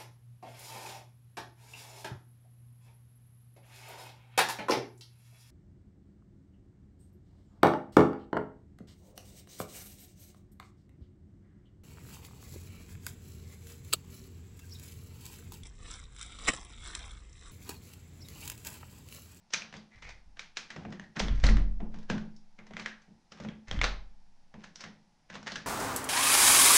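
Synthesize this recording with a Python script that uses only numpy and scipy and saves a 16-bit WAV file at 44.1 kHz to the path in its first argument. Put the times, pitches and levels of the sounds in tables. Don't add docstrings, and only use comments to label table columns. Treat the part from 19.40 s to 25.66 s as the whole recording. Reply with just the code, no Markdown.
import sys
import numpy as np
from scipy import signal
from scipy.fft import rfft, irfft
from scipy.io import wavfile

SR = 44100
rng = np.random.default_rng(int(sys.argv[2]) if len(sys.argv) > 2 else 0)


def wav_record(signal):
    frames = np.transpose(np.atleast_2d(signal))
    bounded = np.clip(frames, -1, 1)
    quanta = np.round(bounded * 32767).astype(np.int16)
    wavfile.write(sys.argv[1], SR, quanta)


N = 276066

# start_s, level_db, weight_db, edge_db, pitch_hz, snap_share (0-1)
BLOWS = [(0.105, -61, -8, 2, 5300, .1), (0.1355, -30, -22, 2.5, 5950, 0.04),
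         (0.144, -36.5, -35, 1, 2350, 0.92), (0.2208, -46, -10.5, -4, 2440, 0.67),
         (0.327, -51, -1.5, -4, 2740, 0.32), (0.34, -49, 1, -4, 2020, 0.25),
         (0.623, -47.5, -13.5, -4, 2050, 0.1), (0.97, -55, -9, -6, 1640, 0.1),
         (0.994, -41.5, -25, 0, 2300, 0.42), (1.1706, -36, -21, 2.5, 2450, 0.33),
         (1.304, -41.5, -14, -4, 1910, 0.18), (1.363, -45, 5.5, -7.5, 760, 0.27),
         (1.451, -48, 9, -21, 710, 0.19), (1.524, -47, 1.5, -5.5, 1800, 0.01),
         (1.5973, -50.5, 0.5, -6.5, 1755, 1), (1.766, -39.5, 2.5, -10.5, 1711, 0),
         (1.7943, -37, -5, 7.5, 2170, 0), (1.801, -30.5, -2.5, -7.5, 3290, 0.37),
         (1.884, -41, -5, -12, 3290, 0.97), (2.039, -29.5, -3, -2, 2056, 0.14),
         (2.067, -39, -9.5, 4.5, 4110, 0.62), (2.0896, -37, 7.5, -19, 1910, 1),
         (2.17, -41, 0.5, -7, 1950, 0.42), (2.402, -52.5, 16, -15.5, 710, 0),
         (2.543, -55.5, 11, -4.5, 975, 0.2), (2.699, -32.5, 3.5, -5.5, 1560, 0.07),
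         (2.779, -48, -12, -4.5, 1470, 0.1), (2.964, -82, -8, 22, 5200, 0.18),
         (3.187, -51, -2, -12, 2130, 0), (3.267, -58.5, 2, -1, 2020, 0),
         (3.309, -53.5, 6.5, -12, 590, 0.25), (3.336, -50.5, -12, -6.5, 2040, 0.27),
         (3.368, -39, -10, -9, 2045, 0.4), (3.396, -44, -11, -1, 2470, 0.17),
         (3.46, -34.5, -21, -8, 1910, .4), (3.619, -65.5, -24, 2.5, 2240, 0.07),
         (3.68, -79.5, 26, -5, 590, .02), (3.919, -49, -3.5, -3, 5500, 0), (4.001, -52, 9.5, -5, 560, 0.37),
         (4.049, -48.5, 9, -10, 540, 0.34), (4.087, -45.5, -27, -13, 3300, 0.43),
         (4.3128, -38, -2.5, -4.5, 3260, 0.77), (4.391, -43, -18.5, -14, 3120, .95),
         (4.4148, -26.5, -14.5, -9.5, 2145, 0.42), (4.4414, -30.5, -23, -2.5, 1332, 0.7),
         (5.141, -54, 7.5, -10, 930, 0.21), (5.24, -49, -6.5, -2, 1720, 0.08),
         (5.358, -54, -15, 8, 5500, .3), (5.406, -52.5, -21, 7, 1970, 0),
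         (5.438, -42.5, -5, -4.5, 1980, 0.02), (5.9, -47, -4.5, -5.5, 1640, 0.08),
         (5.953, -43.5, -2.5, -3.5, 1090, 0), (6.029, -55, 1, 1.5, 1516, .3),
         (6.07, -40.5, -12, -2.5, 2000, 0.13), (6.077, -40, -13.5, -3.5, 1860, 0.3),
         (6.119, -50.5, 6, 7, 3240, 0.1), (6.157, -36, -15, -1, 1720, 0.1)]
# start_s, level_db
PUSHES = [(.55, -49.5), (0.634, -44), (0.857, -50), (1.805, -27.5), (1.9, -21), (2.034, -13.5),
          (2.111, -18.5), (2.173, -27), (4.278, -39.5), (4.31, -30), (4.368, -24)]
# start_s, end_s, level_db, squeak_hz, squeak_height_db
STROKES = [(0.347, .38, -57.5, 3500, 4), (0.5, 0.61, -63.5, 2100, 14), (.615, 0.733, -53, 2210, 15.5),
           (1.368, 1.58, -67.5, 1390, 6.5), (1.588, 1.661, -61, 1800, 16), (1.744, 1.841, -48, 1545, 7.5),
           (1.839, 2.08, -59, 1993, 7), (2.041, 2.115, -42.5, 1230, 8), (2.5, 2.66, -69, 975, -2.5),
           (3.366, 3.44, -54.5, 1900, 5), (3.441, 3.514, -52.5, 1620, 21), (3.951, 4.07, -59.5, 1212, 6),
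           (4.256, 4.404, -53, 2050, 9.5), (4.43, 4.457, -32.5, 3700, 7), (5.186, 5.26, -64.5, 2430, 2.5),
           (5.384, 5.44, -54, 5400, 9.5), (5.92, 5.958, -54, 2400, 5), (6.054, 6.114, -49, 1670, 4),
           (6.092, 6.148, -51, 4460, 5)]
# frequency_hz, gain_db
LOCK_BODY = [(60, 15.5), (250, 32), (500, 38), (900, 36.5), (1300, 36), (1650, 38.5), (2100, 35.5),
             (2700, 34), (3400, 34), (4700, 32.5), (6200, 31.5), (7300, 23), (9300, 7), (14000, -20)]
# pitch_ratio, level_db, t60_s
PIN_MODES = [(1, 2.5, 0.014), (1.089, -6.5, .016), (1.65, -4, .015), (3.5, -5, 0.025)]
# pitch_hz, level_db, t60_s
FRAME_MODES = [(191.3, -3, 0.21), (292, -6.5, 0.031), (578.5, -14, 0.014)]
# pitch_hz, level_db, t60_s
PANEL_MODES = [(162.8, -5, 0.51), (214.67, 0.5, 0.58), (352, -13, 0.45), (452.5, -15.5, 0.28)]
# pitch_hz, level_db, t60_s
PANE_MODES = [(81.5, -3.5, .4), (108.7, 1.5, 0.33), (122.9, -1, 0.34), (253.5, -7, 0.32),
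              (287.4, -8.5, 0.5)]
# pitch_hz, level_db, t60_s
LEAF_MODES = [(26, -4, 0.16), (41.48, 0, 0.72), (54.4, -12, 0.18)]
# frequency_hz, level_db
THUD_SPECTRUM = [(40, -4.5), (90, -6.5), (150, 3.5), (210, 4), (320, -6.5), (500, -14.5), (900, -19.5),
                 (2000, -49), (5000, -98.5)]
# frequency_hz, t60_s
ROOM_DECAY = [(100, 0.5), (260, 0.41), (700, 0.42), (1840, 0.33), (4850, 0.34), (8000, 0.23), (13000, 0.37)]
# frequency_hz, level_db
ROOM_TONE = [(25, 6), (100, -5.5), (190, 3), (300, -11), (450, -16), (650, -11.5), (850, -4), (1100, -17),
             (2000, -17), (3300, -21.5), (5500, -17.5), (8000, -29.5), (10500, -33.5), (14000, -58)]
# frequency_hz, level_db
RUMBLE_SPECTRUM = [(10, -7.5), (25, -11), (58, -3), (90, -5.5), (160, -20), (500, -89.5)]
# frequency_hz, gain_db
SCRAPE_COLOUR = [(500, -1.5), (2000, 1.5), (6000, -5)]


def amp(db):
    return 10 ** (np.asarray(db) / 20)


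def unit(x):
    return x / np.sqrt(np.mean(x ** 2) + 1e-20)


def along(points, hz):
    frequencies, values = np.transpose(points)
    return np.interp(np.log(hz + 1), np.log(frequencies + 1), values)


def add(track, start_s, sound):
    part = track[max(round(start_s * SR), 0):][:len(sound)]
    part += sound[:len(part)]


def noise(spectrum, size):
    hz = np.fft.rfftfreq(size, 1 / SR)
    return unit(irfft(rfft(rng.standard_normal(size)) * amp(along(spectrum, hz)), size))


def ring(modes, t, scatter_db=1.5, detune=0.011):
    sound = np.zeros(len(t))
    for hz, db, t60 in modes:
        loud, sharp = rng.standard_normal(2)
        envelope = amp(db + scatter_db * loud - 60 * t / t60)
        sound += envelope * np.sin(2 * np.pi * hz * (1 + detune * sharp) * t)
    return sound


def blow_colour(db, weight_db, edge_db):
    return [(700, db + weight_db / 2 + 2), (1600, db), (2500, db), (4500, db + edge_db)]


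def lock_response(colour, peak_hz, peak_db, width, size=1024):
    hz = np.fft.rfftfreq(size, 1 / SR)
    peak = np.exp(-(np.log((hz + 1) / peak_hz) / width) ** 2)
    gain = amp(along(LOCK_BODY, hz) + along(colour, hz) + peak_db * peak)
    cepstrum = irfft(np.log(gain))
    cepstrum[1:size // 2] *= 2
    cepstrum[size // 2 + 1:] = 0
    return irfft(np.exp(rfft(cepstrum)))


def room_tail(wet_db, build_s=0.0052):
    hz, t, spectra = signal.stft(rng.standard_normal(SR * 2 // 3), SR, nperseg=256)
    decay = amp(-60 * t / along(ROOM_DECAY, hz)[:, None])
    echo = signal.istft(spectra * decay, SR, nperseg=256)[1]
    echo *= 1 - np.exp(-(np.arange(len(echo)) / SR / build_s) ** 2)
    return amp(wet_db) * echo / np.linalg.norm(echo)


def room_tone(level_db=-69):
    return amp(level_db) * noise(ROOM_TONE, N)


def lock_clicks(contacts, chatter_t60=0.024, rebound_s=0.0077, rebound_db=-12.5, lead_in_s=0.0052):
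    track, t = np.zeros(N), np.arange(SR // 20) / SR
    for start_s, db, weight_db, edge_db, pitch_hz, snap in contacts:
        chatter = rng.standard_normal(len(t))
        chatter *= amp(0.5 * rng.standard_normal(len(t)) - 60 * t / chatter_t60)
        chatter *= 1 - np.exp(-t * (snap + 0.15) / 0.0003)
        force = np.sqrt(1 - snap) * chatter / np.linalg.norm(chatter)
        force[0] = np.sqrt(snap)
        impact = room_tail(wet_db=-2)
        add(impact, 0, force)
        add(impact, rebound_s, amp(rebound_db) * (1 - snap) * force * rng.standard_normal(len(t)))
        lead_in = rng.standard_normal(len(t)) * np.exp(-t[::-1] / lead_in_s)
        lead_in *= amp(-15) * (1 - snap) / np.linalg.norm(lead_in)
        body = lock_response(blow_colour(db, weight_db, edge_db), pitch_hz, peak_db=6, width=0.1)
        add(track, start_s - len(t) / SR, signal.fftconvolve(np.concatenate([lead_in, impact]), body))
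    return amp(-3) * track


def pin_clinks(gain_db=12, attack_s=0.00026):
    track, t = np.zeros(N), np.arange(SR // 10) / SR
    for start_s, db, weight_db, edge_db, pitch_hz, snap in BLOWS:
        drive = blow_colour(db, weight_db, edge_db) + [(6300, db + edge_db), (10000, db + edge_db - 34.5)]
        modes = [(ratio * pitch_hz, along(drive, ratio * pitch_hz) + mode_db + gain_db, t60)
                 for ratio, mode_db, t60 in PIN_MODES]
        clink = snap * ring(modes, t) * (1 - np.exp(-t / attack_s))
        add(track, start_s, clink)
        add(track, start_s, signal.fftconvolve(clink, room_tail(wet_db=-11)))
    return track


def door_knocks(firm_knock_db=-44, thud_t60=0.46):
    track, t = np.zeros(N), np.arange(SR) / SR
    for start_s, level_db, weight_db, *_ in BLOWS:
        db = level_db + weight_db
        bump = amp(db + 4) * ring(FRAME_MODES, t) * (1 - np.exp(-t / 0.0035))
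        panel = amp(db - 1) * ring(PANEL_MODES, t)
        pane_db = db - 12 + 0.3 * (db - firm_knock_db)
        pane = amp(pane_db) * ring(PANE_MODES, t)
        ringing = (panel + pane) * (1 - np.exp(-t / 0.016))
        thud = amp(db - 2 - 60 * t / thud_t60) * noise(THUD_SPECTRUM, len(t))
        add(track, start_s, bump + ringing + thud * (1 - np.exp(-t / 0.014)))
    return track


def metal_scrapes(slips_per_s=1400, rub_gain=0.018):
    track = np.zeros(N)
    for start_s, end_s, db, squeak_hz, squeak_db in STROKES:
        size = round((end_s - start_s) * SR)
        slips = (rng.random(size) < slips_per_s / SR) * rng.standard_normal(size)
        friction = (slips + rub_gain * rng.standard_normal(size)) * signal.windows.tukey(size, 0.5)
        body = lock_response(SCRAPE_COLOUR, squeak_hz, squeak_db, width=0.16)
        stroke = amp(db) * unit(signal.fftconvolve(friction, body))
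        add(track, start_s, stroke)
        add(track, start_s, signal.fftconvolve(stroke, room_tail(wet_db=-4)))
    return amp(-2) * track


def loose_ticks(ticks_per_s=27, spread=0.25, scatter_db=3.5, weight_db=-3, edge_db=3.5, snap=0.41):
    rows = []
    for start_s, end_s, db, squeak_hz, squeak_db in STROKES:
        for k, (late, loud, sharp) in enumerate(rng.standard_normal((16, 3))):
            tick_s = start_s + (k + 0.5 + spread * late) / ticks_per_s
            if start_s < tick_s < end_s:
                swell_db = 20 * np.log10(np.sin(np.pi * (tick_s - start_s) / (end_s - start_s)))
                tick_db = db + 3 + swell_db - squeak_db / 2 + scatter_db * loud
                rows.append((tick_s, tick_db, weight_db, edge_db, squeak_hz * np.exp(spread * sharp), snap))
    return rows


def door_shoves(sway_hz=9.2, sway_t60=2.21, rumble_t60=0.54, attack_s=0.01):
    track, t = np.zeros(N), np.arange(2 * SR) / SR
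    for start_s, db in PUSHES:
        rumble = amp(-8 - 60 * t / rumble_t60) * noise(RUMBLE_SPECTRUM, len(t))
        boom = ring(LEAF_MODES, t)
        pane = amp(-15) * ring(PANE_MODES, t)
        sway = amp(-7 - 60 * t / sway_t60) * np.sin(2 * np.pi * sway_hz * t)
        add(track, start_s, amp(db) * (rumble + boom + pane + sway) * (1 - np.exp(-t / attack_s)))
    return track


def scene():
    background = room_tone()
    wood = door_knocks() + door_shoves()
    metal = pin_clinks() + metal_scrapes() + lock_clicks(BLOWS + loose_ticks())
    return (background + wood + metal)[None]


def record(dry, top_hz=14000):
    return signal.sosfilt(signal.ellip(10, 0.1, 90, top_hz, fs=SR, output="sos"), dry)


dry = scene()
out = record(dry)
wav_record(out)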